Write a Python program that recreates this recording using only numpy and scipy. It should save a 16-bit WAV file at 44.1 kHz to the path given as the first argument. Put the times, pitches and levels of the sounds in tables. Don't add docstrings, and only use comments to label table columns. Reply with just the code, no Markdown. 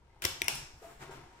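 import sys
import numpy as np
from scipy import signal
from scipy.fft import rfft, irfft
from scipy.io import wavfile

SR = 44100
rng = np.random.default_rng(int(sys.argv[2]) if len(sys.argv) > 2 else 0)


def linear_from_db(decibels):
    return 10 ** (np.asarray(decibels, float) / 20)


def store_pcm(level_fs):
    pcm = np.round(np.clip(level_fs, -1, 1) * 32767).astype(np.int16)
    wavfile.write(sys.argv[1], SR, np.atleast_2d(pcm).T)


N = 61739
HZ = np.fft.rfftfreq(N, 1 / SR)
T = np.arange(N) / SR


def evened(x):
    return x / np.sqrt(np.mean(x ** 2) + 1e-20)


def read(points, hz):
    f, value = np.transpose(points)
    return np.interp(np.log(hz + 1), np.log(f + 1), value)


def curve(points):
    return linear_from_db(np.interp(T, *np.transpose(points)))


def resonate(x, hz, width_hz):
    r = np.exp(-np.pi * width_hz / SR)
    pole = r * np.exp(2j * np.pi * hz / SR)
    return 2 * signal.lfilter([1 - r], [1, -pole], x).real


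def add(mix, start_s, sound):
    part = mix[round(start_s * SR):][:len(sound)]
    part += sound[:len(part)]


def hiss(points):
    spectrum = rfft(rng.standard_normal((2, N)))
    return evened(irfft(spectrum * linear_from_db(read(points, HZ)) * (HZ < 16500), N))


def hum(hz, width_hz):
    once = resonate(rng.standard_normal(N), hz, width_hz)
    return evened(resonate(once, hz, width_hz))


def ports(pair, likeness, tilt, lag_s, edge_hz):
    same = np.clip(read(likeness, HZ), -1, 1)
    a, b = rfft(pair) / (1 + (HZ / edge_hz) ** 160)
    turn = linear_from_db(read(tilt, HZ) / 2) * np.exp(1j * np.pi * HZ * lag_s)
    right = same * a + np.sqrt(1 - same ** 2) * b
    return irfft(np.array([a * turn, right / turn]), N)


def still_air():
    # freq_hz, level_db
    air = [(15, -30), (55, 0.5), (270, -19), (377, -16.5), (472, -18), (2200, -29.5), (9000, -42.5),
           (12500, -69)]
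    return linear_from_db(-65) * hiss(air)


def room(x):
    # freq_hz, t60_s
    decay = [(100, 0.32), (500, 0.59), (1500, 0.65), (3000, 0.48), (6000, 0.61), (10000, 0.35),
             (16000, 0.32)]
    # freq_hz, level_db
    colour = [(100, -2), (900, -1), (2300, 3), (4300, 2.5), (6400, 2), (7800, -0.5), (9000, 2.5),
              (16000, -9)]
    gap_s = 0.0012
    taps = np.zeros((2, SR))
    at = np.arange(0, SR - 12, 12) + rng.integers(0, 12, (2, (SR - 1) // 12))
    np.put_along_axis(taps, at, rng.choice([-1., 1.], at.shape), 1)
    hz, t, z = signal.stft(taps, SR, nperseg=256)
    decay_db = read(colour, hz)[:, None] - 60 * t / read(decay, hz)[:, None]
    tail = signal.istft(z * linear_from_db(decay_db), SR, nperseg=256)[1]
    tail = tail * np.clip(np.arange(tail.shape[1]) / SR / gap_s - 1, 0, 1)
    return signal.fftconvolve(x[None], tail / np.linalg.norm(tail[0]), axes=1)[:, :N]


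def table_sway():
    # time_s, level_db
    rocking = [(0, -67.5), (.52, -60.5), (.585, -52.5), (.66, -59), (.76, -53), (.81, -69.5), (1.05, -61),
               (1.23, -62), (1.4, -72)]
    return curve(rocking) * hum(30.2, 63)


def panel_flex():
    # time_s, level_db
    bending = [(0, -78.5), (.215, -67.5), (.25, -47.5), (.3, -64), (.52, -58.5), (.55, -55.5),
               (.635, -55.5), (.67, -94.5), (.97, -67.5), (1.02, -56.5), (1.16, -58), (1.24, -55.5),
               (1.27, -90)]
    return curve(bending) * hum(136, 17)


def skin_slide():
    # time_s, level_db
    level = [(.62, -98), (.77, -75), (.81, -69.5), (.84, -63.5), (.91, -63), (.985, -68), (1.025, -52),
             (1.06, -65), (1.105, -68.5), (1.115, -56), (1.17, -63.5), (1.21, -72), (1.4, -67)]
    # time_s, gain_db
    bright = [(.83, 6), (.95, 3), (1.03, -5.5), (1.17, -2), (1.21, -22)]
    # freq_hz, level_db
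    colour = [(600, -3.5), (1500, -0.5), (2500, -7), (4500, -13), (6200, -14.5), (7600, -8.5),
              (9100, -17.5), (16000, -22)]
    skin = hiss(colour)
    treble = irfft(rfft(skin) / (1 + (9000. / (HZ + 1)) ** 4), N)
    return linear_from_db(4.5) * curve(level) * (skin + (curve(bright) - 1) * treble)


def housing(force):
    # freq_hz, level_db, t60_s
    modes = [(204, -18, 0.076), (256.3, 4, 0.2), (343, 3.5, 0.025), (420, -19, 0.034), (680, -6, 0.014),
             (810, -11.5, 0.025), (909, -0.5, 0.088), (1223, -9.5, 0.1), (1431, -18, 0.17),
             (1990, -13.5, 0.061)]
    return sum(linear_from_db(db) * resonate(force, hz, 1.63 / t60) for hz, db, t60 in modes)


def finger_grip():
    # time_s, level_db
    pressure = [(0, -77), (.5, -53.5), (.805, -70), (.83, -59.5), (.91, -60.5), (.97, -82), (1.02, -50),
                (1.07, -54.5), (1.11, -55), (1.15, -55.5), (1.2, -56), (1.27, -63), (1.4, -67)]
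    grains_per_s, spread_db, low_cut_hz = 350, 3.5, 416.0
    size = linear_from_db(spread_db * np.minimum(rng.exponential(1, N), 4))
    grains = size * (rng.random(N) < grains_per_s / SR) * rng.choice([-1., 1.], N)
    grip = housing(grains + .08 * rng.standard_normal(N))
    grip = irfft(rfft(grip) * HZ ** 2 / (HZ ** 2 + low_cut_hz ** 2), N)
    return linear_from_db(-1) * curve(pressure) * evened(grip)


def case_knocks():
    # start_s, level_db, pitch_hz, t60_s
    knocks = [(.247, -49.5, 75.5, 0.22), (.247, -31, 93, 0.097), (0.53, -47, 66.4, 0.052),
              (.25, -38, 519, 0.075), (.43, -43, 86, 0.16), (.814, -51, 400, .05), (.8195, -44, 470, .05),
              (.828, -45, 710, .04), (.833, -49, 1200, 0.03), (.841, -40, 680, .08), (.850, -46, 690, .03),
              (1.0930, -37, 390, .04), (1.0932, -39, 1300, .008), (1.0957, -41, 800, .012),
              (1.111, -42, 930, .06), (.870, -48, 710, .04), (.878, -48, 430, .08), (.890, -51, 1250, .03),
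              (.896, -48, 710, .04), (.905, -52, 1280, .04), (1.017, -45, 920, .03), (1.023, -47, 880, .03),
              (1.037, -48, 330, .04), (1.044, -47, 680, .03), (1.078, -48, 400, .05),
              (1.106, -47, 650, .02), (1.117, -46, 380, .04), (1.124, -48, 700, .03),
              (.496, -40.5, 876, 0.031), (1.150, -46.5, 252, 0.057), (1.175, -49, 272, .06),
              (1.297, -53.5, 740, .05), (1.322, -52, 740, 0.054), (1.347, -53.5, 945, 0.06),
              (.555, -49, 230, 0.075), (.862, -50.5, 310, 0.095), (1.238, -51, 733, 0.09),
              (.162, -51, 850, 0.031), (.02, -59, 963, 0.043), (.10, -61.5, 2080, 0.063),
              (.73, -56.5, 137, 0.22)]
    rise = .07
    out = np.zeros(N)
    t = np.arange(5000) / SR
    for start_s, db, hz, t60 in knocks:
        envelope = linear_from_db(db - 60 * t / t60) * np.minimum(t / (rise * t60), 1)
        add(out, start_s, envelope * np.sin(2 * np.pi * hz * t))
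    return out


def snap(db, slip_ms, thump_db, clip, swell_db, flat_db, wander):
    crack_gap_ms, crack_fall = .62, 1.5
    widen, blunt_width = 1.4, 0.65
    thin_hz = 550
    t = np.arange(6000) / SR
    u = t / (slip_ms / 1000)
    gaps = t * 1000 / crack_gap_ms
    beat = gaps + 0.098 * np.sin(1.8 * gaps + 2 * np.pi * rng.random())
    slip = (u < 1) * linear_from_db(swell_db * (u - 1)) * np.exp(-crack_fall * (beat % 1))
    tick = np.linalg.norm(slip) * (t == 0)
    pair = linear_from_db(-8) * slip * rng.standard_normal((2, len(t)))
    blunt = linear_from_db(flat_db) * tick
    for k, (hz, width, level_db) in enumerate(clip):
        steps = rng.standard_normal((2, len(t)))
        walk = np.cumsum(steps, 1) * np.sqrt(2 * np.pi * wander * width / SR)
        phase = 2 * np.pi * (hz * t + rng.random((2, 1))) + walk
        shake = slip * np.cos(phase) * np.sqrt(4 * width / SR)
        ring = resonate(shake, hz, widen * width)
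        target = np.linalg.norm(resonate(tick, hz, widen * width))
        ring = ring * target / np.linalg.norm(ring, axis=1, keepdims=True)
        pair = pair + linear_from_db(level_db) * ring
        dull = resonate(tick, hz, blunt_width * width) / np.sqrt(blunt_width)
        blunt = blunt + (-1) ** k * linear_from_db(level_db) * dull
    pair = signal.lfilter(*signal.butter(2, thin_hz, "high", fs=SR), pair)
    jolt = housing(np.diff(np.sin(np.pi * np.minimum(u, 1)) ** 2, prepend=0))
    jolt = linear_from_db(thump_db) * jolt / abs(jolt).max()
    top = abs(pair[0]).max()
    return linear_from_db(db) * np.array([pair[0] / top + jolt, pair[1] / top, blunt / top + linear_from_db(-5) * jolt])


def clip_snaps():
    # start_s, peak_db, slip_ms, room_send_db, thump_db
    events = [(.2210, -27, 2.5, -4, -24), (.2399, -22, 4.5, -11, -24), (.2503, -12, 1.7, -11, -20),
              (.2529, -13, 1.4, -12, -22), (.4181, -12, 1.4, -15, -19), (.4209, -22, .7, -18, -28),
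              (.4821, -11.5, 2.1, -11, -30), (.5473, -31, 1.2, -5, -26), (.5540, -29, 1.5, -5, -26),
              (.2465, -31, 2.0, -10, -30), (.443, -32, 1.5, -12, -30), (.2240, -31, 2.0, -6, -26),
              (.2268, -32, 2.0, -8, -26), (.2318, -33, 3.0, -8, -26), (.2424, -24, 2.0, -12, -16),
              (.2635, -27, 2.5, -12, -24), (.462, -38, 1.5, -10, -30), (.4925, -28, 2.0, -12, -20)]
    clip_of = [3, 3, 0, 0, 1, 1, 2, 4, 4, 3, 4, 3, 3, 3, 3, 3, 4, 3]
    # freq_hz, width_hz, level_db
    clip_a = [(954, 133, 10.5), (2033, 230, 9.5), (3150, 1300, 6.5), (5340, 1240, 10.5), (7730, 1160, 3),
              (8960, 2250, 2), (13020, 3700, -1)]
    clip_b = [(2267, 740, 8.5), (3606, 1700, 0), (5830, 370, 4.5), (8170, 840, -2), (9670, 1600, -13),
              (13170, 1200, -29)]
    clip_c = [(860, 300, -1), (2100, 700, 0), (2600, 800, 3), (5450, 500, 3), (7600, 710, -9),
              (10300, 600, -1), (14400, 2200, -14)]
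    clip_d = [(1405, 1500, -5), (2335, 150, 4), (3030, 360, -1), (5170, 1700, -6.5), (7700, 2000, -16),
              (11580, 4000, -25)]
    clip_e = [(2720, 7500, -10.5), (5190, 170, 12), (7600, 370, 8.5), (10350, 510, 11), (13500, 390, 3.5)]
    swell_db = [-1, 9, 0, -9, 2]
    flat_db = [3, -8, -3, -7, 0]
    wander = [.35, .25, .7, .5, .5]
    clips = [clip_a, clip_b, clip_c, clip_d, clip_e]
    near, send = np.zeros((2, N)), np.zeros(N)
    for (start_s, db, slip_ms, wet_db, thump_db), k in zip(events, clip_of):
        left, right, blunt = snap(db, slip_ms, thump_db, clips[k], swell_db[k], flat_db[k], wander[k])
        add(near[0], start_s, left)
        add(near[1], start_s, right)
        add(send, start_s, linear_from_db(wet_db) * blunt)
    return near, send


def scene():
    # freq_hz, likeness
    same_near = [(300, 0.99), (2500, 0.86), (6000, 0.24), (8500, 0.06), (15000, 0.15)]
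    same_far = [(100, 0.94), (350, 0.76), (900, 0.15), (2000, 0.096), (6000, 0.015), (15000, 0.047)]
    # freq_hz, balance_db
    near_tilt = [(60, 1), (300, 2), (900, 4.5), (2500, 5.5), (6000, 4.5), (13000, 2)]
    far_tilt = [(100, 1), (900, 2.5), (2500, 2.5), (5500, 0.5), (13000, -4)]
    snap_lag_s, hand_lag_s = .00036, .00009
    edge_hz, top_hz = 15650, 16600
    near, send = clip_snaps()
    hand = finger_grip() + case_knocks()
    far = linear_from_db(6.5) * room(send + linear_from_db(-9.5) * hand) + skin_slide()
    far = far + linear_from_db(-2) * resonate(far, 5510, 250)
    far = far + still_air()
    body = hand + panel_flex() + table_sway()
    return (ports(near, same_near, near_tilt, snap_lag_s, top_hz)
            + ports(far, same_far, far_tilt, hand_lag_s, edge_hz)
            + ports(np.array([body, 0 * hand]), same_near, far_tilt, hand_lag_s, edge_hz))


def low_pass(x):
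    return signal.sosfilt(signal.butter(12, 16810, fs=SR, output="sos"), x)


def record(dry):
    ceiling = .7
    return low_pass(ceiling * np.tanh(dry / ceiling))


dry = scene()
out = record(dry)
store_pcm(out)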